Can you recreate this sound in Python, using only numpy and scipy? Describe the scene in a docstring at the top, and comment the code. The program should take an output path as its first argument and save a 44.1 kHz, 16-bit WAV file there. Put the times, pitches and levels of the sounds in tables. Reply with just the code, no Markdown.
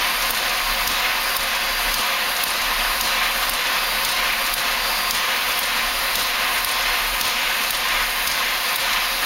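"""A steady roar and hiss of steam: turbulent jets blow off from a standing locomotive outdoors.
Its air compressor makes about two strokes a second. The piston's impact at each end of travel gives
a sharp knock, a thump and valve clatter, and a chuff of exhaust follows. A high hiss dips after each
knock, during the chuff, then recovers. A leak's thin whistle and a deep drone swell in each stroke.
A small mono camera stands close by, and its limiter ducks at the knocks."""
import sys
import numpy as np
from scipy import signal
from scipy.fft import rfft, irfft, next_fast_len
from scipy.io import wavfile
from scipy.ndimage import uniform_filter1d, map_coordinates

SR = 44100
rng = np.random.default_rng(int(sys.argv[2]) if len(sys.argv) > 2 else 0)


def log_audio(samples):
    """Write samples as a 16-bit WAV file to the path given in sys.argv[1]."""
    # one column per channel
    frames = np.atleast_2d(samples).T
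    # limit to full scale, then quantise
    limited = np.clip(frames, -1, 1)
    pcm = np.round(limited * 32767).astype(np.int16)
    wavfile.write(sys.argv[1], SR, pcm)


N = 407925


def amp(db):
    """Amplitude ratio of a level in decibels."""
    return 10 ** (np.asarray(db) / 20)

def unit(x):
    """Normalisation to rms 1."""
    return x / np.sqrt(np.mean(x ** 2) + 1e-20)

def wobble(rate):
    """Smooth random modulation through rate knots a second."""
    return map_coordinates(rng.standard_normal(int(N * rate / SR) + 4), [np.arange(N) * rate / SR])

def filtered(x, response):
    """Linear filtering: the spectrum of x times a frequency response."""
    m = next_fast_len(N + SR // 2)
    return irfft(rfft(x, m) * response(np.fft.rfftfreq(m, 1 / SR)), m)[:N]

def noise(spectrum, resonances=()):
    """Source and filter: noise of rms 1 with a broad spectrum and bell-shaped resonances on top."""
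    corner_hz, db = np.transpose(spectrum)
    grid = np.arange(0, SR / 2, 2)
    colour_db = np.interp(np.log(grid + 1), np.log(corner_hz), db)
    for centre, width, peak_db in resonances:
        colour_db += peak_db * np.exp(-(2 * (grid - centre) / width) ** 2)
    return unit(filtered(rng.standard_normal(N), lambda hz: np.interp(hz, grid, amp(colour_db))))

def band(centre_hz, width_hz):
    """Random excitation of one resonance, at rms 1."""
    return unit(filtered(rng.standard_normal(N), lambda hz: 1 / (1 + ((hz - centre_hz) / width_hz) ** 2)))

def bursts(events, rise, hold, t60):
    """Damped transients: an envelope rises, holds and decays exponentially at each (seconds, dB)."""
    envelope, t = np.zeros(N + 3 * SR), np.arange(SR) / SR
    shape = np.minimum(t / rise, 1) * amp(-60 * np.maximum(t - rise - hold, 0) / t60)
    for s, db in events:
        envelope[SR + round(s * SR):][:len(t)] += amp(db) * shape
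    return envelope[SR:SR + N]

def drifting(x, depth_db):
    """Spectral fluctuation: narrow bands of a jet swell and fade by chance over tenths of a second."""
    bands = signal.stft(x, nperseg=1024)[2]
    drift = uniform_filter1d(rng.standard_normal(bands.shape), size=40, axis=1)
    return unit(signal.istft(bands * amp(depth_db * unit(drift)), nperseg=1024)[1][:N])

def each_stroke(*corners):
    """Cyclic modulation: straight lines through corners, each given as (times, values)."""
    points = sorted((s, v) for times, values in corners for s, v in np.broadcast(times, values))
    return np.interp(np.arange(N) / SR, *np.transpose(points))

# Piston strokes, from bottom and top in turn. Each row: start in seconds, knock level in dB, delay of
# the chuff's peak in seconds, then chuff, whistle and drone levels in dB. All table levels are relative.
STROKES = [(-0.2, -12, 0.21, -22.5, -38, -40), (0.3064, -12, 0.2, -24.0, -36, -39),
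           (0.8745, -15, 0.19, -22, -37, -44.0), (1.3658, -12, 0.2, -24, -36.5, -37),
           (1.941, -13, 0.23, -23, -39.5, -44.5), (2.437, -11, 0.33, -24.0, -38, -35),
           (3.01, -15, 0.2, -22.0, -38.5, -38.0), (3.4941, -14.5, 0.2, -23.5, -35.5, -42),
           (4.0487, -14, 0.22, -22.5, -38.5, -38), (4.5384, -11.5, 0.15, -23.5, -33.5, -41),
           (5.1084, -11, 0.23, -23, -38.5, -43), (5.5902, -14.5, 0.2, -23.5, -38.0, -36),
           (6.1544, -13, 0.245, -23.5, -42, -43.5), (6.6463, -14, 0.27, -23.0, -44, -36.5),
           (7.211, -13.5, 0.25, -22.5, -40, -43.5), (7.706, -12, 0.24, -22, -42, -37),
           (8.2742, -14, 0.17, -23.0, -38.5, -48.0), (8.759, -13.5, 0.2, -22.5, -37, -42.0)]
def stroke_times(last_stroke_s=.55):
    """Reciprocating motion: each stroke starts at one reversal and ends at the next."""
    start = np.array(STROKES)[:, 0]
    return start, np.append(start[1:], start[-1] + last_stroke_s)

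def drone(pitch_hz=35, lull_db=-47, swell_s=0.34, gain_db=1.5):
    """Amplitude modulation: a deep, wandering tone and rumble swell in each stroke and drop at its end."""
    start, end = stroke_times()
    peak_db = np.array(STROKES)[:, 5]
    level_db = each_stroke((start + .09, lull_db), (start + swell_s, peak_db), (end - .05, peak_db))
    tone = np.sin(2 * np.pi * np.cumsum(pitch_hz + 1.53 * wobble(7)) / SR)
    rumble = band(centre_hz=31, width_hz=9.6)
    return amp(level_db + gain_db + 1.7 * wobble(9.9)) * (1.02 * tone + 0.56 * rumble)

# Weaker modes of the whistling leak. Each row: frequency in Hz, level in dB.
WHISTLE_MODES = [(3540, -10), (3862, -8), (4282, -9), (5124, -8)]
def whistle(pitch_hz=4726, gain_db=5, lull_db=-45.5, cut_s=.045, swell_s=0.37, modes_db=-2):
    """Flow-excited resonance: a narrow leak's note swells in each stroke and is cut at the reversal."""
    start, end = stroke_times()
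    peak_db = np.array(STROKES)[:, 4]
    level_db = each_stroke((start + cut_s, lull_db), (start + 0.154, lull_db),
                           (start + swell_s, peak_db), (end, peak_db - 1.5))
    unsteady_hz = pitch_hz + 1.2 * wobble(4) + 4 * wobble(70)
    note = amp(level_db + 1.3 * wobble(14)) * np.sin(2 * np.pi * np.cumsum(unsteady_hz) / SR)
    breath = sum(amp(db) * band(hz, width_hz=15) for hz, db in WHISTLE_MODES)
    breath_db = modes_db + (level_db + peak_db.mean()) / 2  # swells half as far as the note
    return amp(gain_db) * (note + amp(breath_db) * breath)

# Spectrum of the leaks. Each row: frequency in Hz, level in dB.
LEAK_SPECTRUM = [(1500, -27), (4000, 0.5), (6500, -3.5), (9000, 0.5), (11000, 3), (12100, 2), (13500, 2),
                 (15800, -2)]
# Resonances of the leaking joints. Each row: centre in Hz, width in Hz, boost in dB.
JOINT_RESONANCES = [(6620, 150, 2), (10560, 130, 2), (11330, 110, 3.5), (11600, 140, 3.3), (12520, 90, 2),
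                    (12820, 100, 1.3), (13500, 250, 1.2)]
def leaks(flutter, dipped_db=-31, recovery_db=2.5, fall_s=0.077, low_until_s=0.22):
    """Turbulence at small leaks: a high hiss dips after each knock, during the chuff, then recovers."""
    start, end = stroke_times()
    recovered = each_stroke((start, 1), (start + fall_s, 0), (start + low_until_s, 0), (end - 0.12, 1))
    level_db = dipped_db + recovery_db * recovered + 0.43 * flutter + 0.73 * wobble(110)
    return amp(level_db) * drifting(noise(LEAK_SPECTRUM, JOINT_RESONANCES), depth_db=2.6)

# Resonances of the engine's body. Each row: centre in Hz, width in Hz, boost in dB.
BODY_RESONANCES = [(167, 16, 4.5), (235, 71, 8), (496.4, 54.7, 17), (539.4, 40.6, 15.5), (605, 104, 11),
                   (704, 65, 6.5), (738, 86, 7), (905, 63, 10), (975.6, 59, 13.5), (1048.7, 138, 20.5),
                   (1149, 32, 11.5), (1226, 133, 11.5), (1495, 24, 8.5), (1635, 160, 5), (1805, 140, 6.5),
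                   (1955, 15, 8), (2100, 310, 6), (2346, 79, 7), (2575, 200, 7), (2824, 190, 5.5),
                   (3080, 117, 6), (3310, 49, 7), (3517, 134, 4.5), (3845, 120, 3.5), (4060, 58, 7.5),
                   (4256, 87, 4), (5230, 87, 4)]
def body_noise(spectrum):
    """Cavity resonance: the pipes and the spaces between boiler and pump colour a jet's noise."""
    return noise(spectrum, BODY_RESONANCES)

def exhaust_db(reversal_db=-27, lull_db=-26.5, late_puff_db=-24.5, fall_s=.19):
    """Pulsating flow: the exhaust level has one big chuff a stroke and a small puff before the end."""
    start, end = stroke_times()
    peak_delay, peak_db = np.array(STROKES)[:, 2:4].T
    return each_stroke((start + 0.013, reversal_db), (start + peak_delay, peak_db),
                       (start + peak_delay + fall_s, lull_db), (end - 0.057, late_puff_db))

# Spectrum of the blow-off. Each row: frequency in Hz, level in dB.
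ROAR_SPECTRUM = [(40, -35), (65, -17), (130, -23), (210, -18), (440, -15.5), (500, -25), (850, -6.5),
                 (1000, -22), (1400, -6), (2200, -24), (5000, -59)]
# Slow easing of the blow-off. Each row: time in seconds, level in dB.
ROAR_LEVELS = [(0, -27.5), (4.6, -28), (6.5, -28), (7.3, -29), (9.25, -29)]
def blow_off(flutter, swell=0.35):
    """Jet noise: escaping steam roars steadily and swells a little with the exhaust."""
    steady_db = np.interp(np.arange(N) / SR, *np.transpose(ROAR_LEVELS))
    pulse_db = exhaust_db()
    level_db = steady_db + swell * (pulse_db - pulse_db.mean()) + 0.7 * flutter
    return amp(level_db) * body_noise(ROAR_SPECTRUM)

# Spectrum of the pump's spurts. Each row: frequency in Hz, level in dB.
SPURT_SPECTRUM = [(1500, -21.5), (2800, -6.5), (3500, -2), (4200, -0.5), (5000, -3), (5600, -6.5),
                  (6600, -6), (7500, -15), (12000, -33)]
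def spurts(flutter):
    """A pulsed jet: steam spurts at once after a bottom reversal, later and softer after a top one."""
    start, _ = stroke_times()
    bottom, top = start[0::2], start[1::2]
    level_db = each_stroke((bottom - .03, -30.3), (bottom + 0.051, -25.7), (bottom + 0.36, -30.3),
                           (top, -28.8), (top + 0.1, -27), (top + 0.43, -29.6))
    level_db += 0.64 * flutter + 0.36 * wobble(60)
    return amp(level_db) * drifting(body_noise(SPURT_SPECTRUM), depth_db=2.0)

# Spectrum of the exhaust. Each row: frequency in Hz, level in dB.
CHUFF_SPECTRUM = [(400, -59), (1000, -20), (1450, -2), (2000, 0), (2700, -0.5), (3300, -3.5), (4200, -9),
                  (6000, -36)]
def chuffs(flutter):
    """Turbulent discharge: the exhaust of each stroke makes a swell of midrange noise."""
    return amp(exhaust_db() + 0.37 * flutter + 0.43 * wobble(80)) * body_noise(CHUFF_SPECTRUM)

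# Reflections from nearby steel. Each row: delay in milliseconds, level in dB.
STEEL_ECHOES = [(5.55, -24), (7.52, -25), (8.52, -27), (10.09, -28), (10.65, -28), (14.39, -27),
                (14.65, -28), (17.75, -30), (19.4, -29), (20.51, -30)]
def steam():
    """Comb filtering: the four jets interfere with their own early reflections."""
    flutter = wobble(35)  # the jets flutter together
    jets = leaks(flutter) + blow_off(flutter) + spurts(flutter) + chuffs(flutter)
    echoes = lambda hz: sum(amp(db) * np.exp(-2j * np.pi * hz * ms * 1e-3) for ms, db in STEEL_ECHOES)
    return filtered(jets, lambda hz: 1 + echoes(hz))

# Valve seatings. Each row: offset from a top reversal in seconds, level in dB.
VALVE_SEATINGS = [(-.074, -17.5), (.177, -18)]
# Spectrum of a seating. Each row: frequency in Hz, level in dB.
TICK_SPECTRUM = [(1500, -16), (4500, 3), (6500, 3), (9500, -2), (13000, -3), (16000, -10)]
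def valve_ticks(top):
    """Light impacts: air valves seat, a little irregularly, before and after each top reversal."""
    seatings = [(s + offset + rng.normal(0, 0.0059), db + rng.normal(0, 1.9))
                for s, _ in top for offset, db in VALVE_SEATINGS]
    return amp(-9.5) * bursts(seatings, rise=.001, hold=.002, t60=.075) * noise(TICK_SPECTRUM)

# Valve rattles. Each row: delay after a reversal in seconds, level in dB, band centre in Hz.
VALVE_RATTLES = [(.038, -27.5, 4100), (.040, -28.5, 8350), (.064, -30, 9900)]
def valve_clatter(reversals):
    """Damped resonance: the valves rattle in broad treble bands after every reversal."""
    clatter = np.zeros(N)
    for delay, db, hz in VALVE_RATTLES:
        hits = [(s + delay, db + rng.normal(0, 1.7)) for s, _ in reversals]
        clatter += bursts(hits, rise=0.0018, hold=0.0015, t60=0.1) * band(hz, width_hz=1800)
    return clatter

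# Spectrum of a thump. Each row: frequency in Hz, level in dB.
THUMP_SPECTRUM = [(30, -15), (65, 11), (100, 0), (170, 4), (250, 5.5), (400, -4), (900, -14.5)]
def thumps(bottom, top):
    """Low-frequency impact response: each reversal thumps, louder and longer at the bottom."""
    envelope = bursts([(s, -43) for s, _ in top], rise=.004, hold=0.034, t60=0.12)
    envelope += bursts([(s - .012, -37.5) for s, _ in bottom], rise=.012, hold=0.044, t60=0.23)
    return envelope * noise(THUMP_SPECTRUM)

# Two knock spectra, top then bottom. Each row: frequency in Hz, level in dB.
KNOCK_SPECTRA = [
    [(100, -2), (400, -22), (1000, -14), (2500, 0), (5000, -2), (6000, -7), (9500, 2.5), (12500, 4),
     (15800, 6)],
    [(100, -19), (1000, -35), (2700, 2), (6000, 2), (9500, 0), (12500, 2), (15800, 1.5)],
]
# Resonances of the cylinder head. Each row: centre in Hz, width in Hz, boost in dB.
HEAD_RESONANCES = [(3500, 700, 6), (4900, 800, 7), (6300, 800, 4)]
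def knocks(bottom, top):
    """Impact excitation: the piston rings the cylinder head, with a different spectrum at each end."""
    top_ring, bottom_ring = (noise(spectrum, HEAD_RESONANCES) for spectrum in KNOCK_SPECTRA)
    top_blows = amp(3) * bursts(top, rise=.0007, hold=.002, t60=.026)
    bottom_blows = amp(1.5) * bursts(bottom, rise=.001, hold=.0012, t60=.024)
    # at the bottom, steam spits just before the blow and again after it
    spits = bursts([(s - .012, -30) for s, _ in bottom], rise=.012, hold=.008, t60=.07)
    spits += bursts([(s + 0.023, -32.3) for s, _ in bottom], rise=.008, hold=0.022, t60=0.25)
    return top_blows * top_ring + (bottom_blows + spits) * bottom_ring

def compressor():
    """Reciprocating machinery noise: the piston's reversals time every impact."""
    reversals = np.array(STROKES)[:, :2]
    bottom, top = reversals[0::2], reversals[1::2]
    return valve_ticks(top) + valve_clatter(reversals) + thumps(bottom, top) + knocks(bottom, top)

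def scene():
    """Superposition: all sources add at one microphone."""
    mono = drone() + whistle() + steam() + compressor()
    return np.array([mono, mono])

def limiter(x, threshold_db=-17, slope=0.7, release_db_per_s=220, attack_s=.0012):
    """Dynamic range compression: the gain drops quickly at a loud peak and recovers steadily."""
    level_db = 10 * np.log10(np.abs(uniform_filter1d(x ** 2, size=90)) + 1e-12)
    excess_db = np.maximum(level_db - threshold_db, 0)
    recovery_db = release_db_per_s * np.arange(N) / SR
    cut_db = np.maximum.accumulate(slope * excess_db + recovery_db) - recovery_db
    lag = np.exp(-1 / (attack_s * SR))
    return x * amp(-signal.lfilter([1 - lag], [1, -lag], cut_db))

NOTCH_HZ, NOTCH_WIDTH_HZ, BAND_LIMIT_HZ = 7890, 650, 15790
def record(dry):
    """Limiting and filtering: the camera ducks peaks, notches the treble and cuts off the highest band."""
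    notch = lambda hz: np.abs(hz - NOTCH_HZ) / np.hypot(hz - NOTCH_HZ, NOTCH_WIDTH_HZ)
    mono = filtered(limiter(dry[0]), lambda hz: notch(hz) * (hz < BAND_LIMIT_HZ))
    return np.array([mono, mono])


dry = scene()
out = record(dry)
log_audio(out)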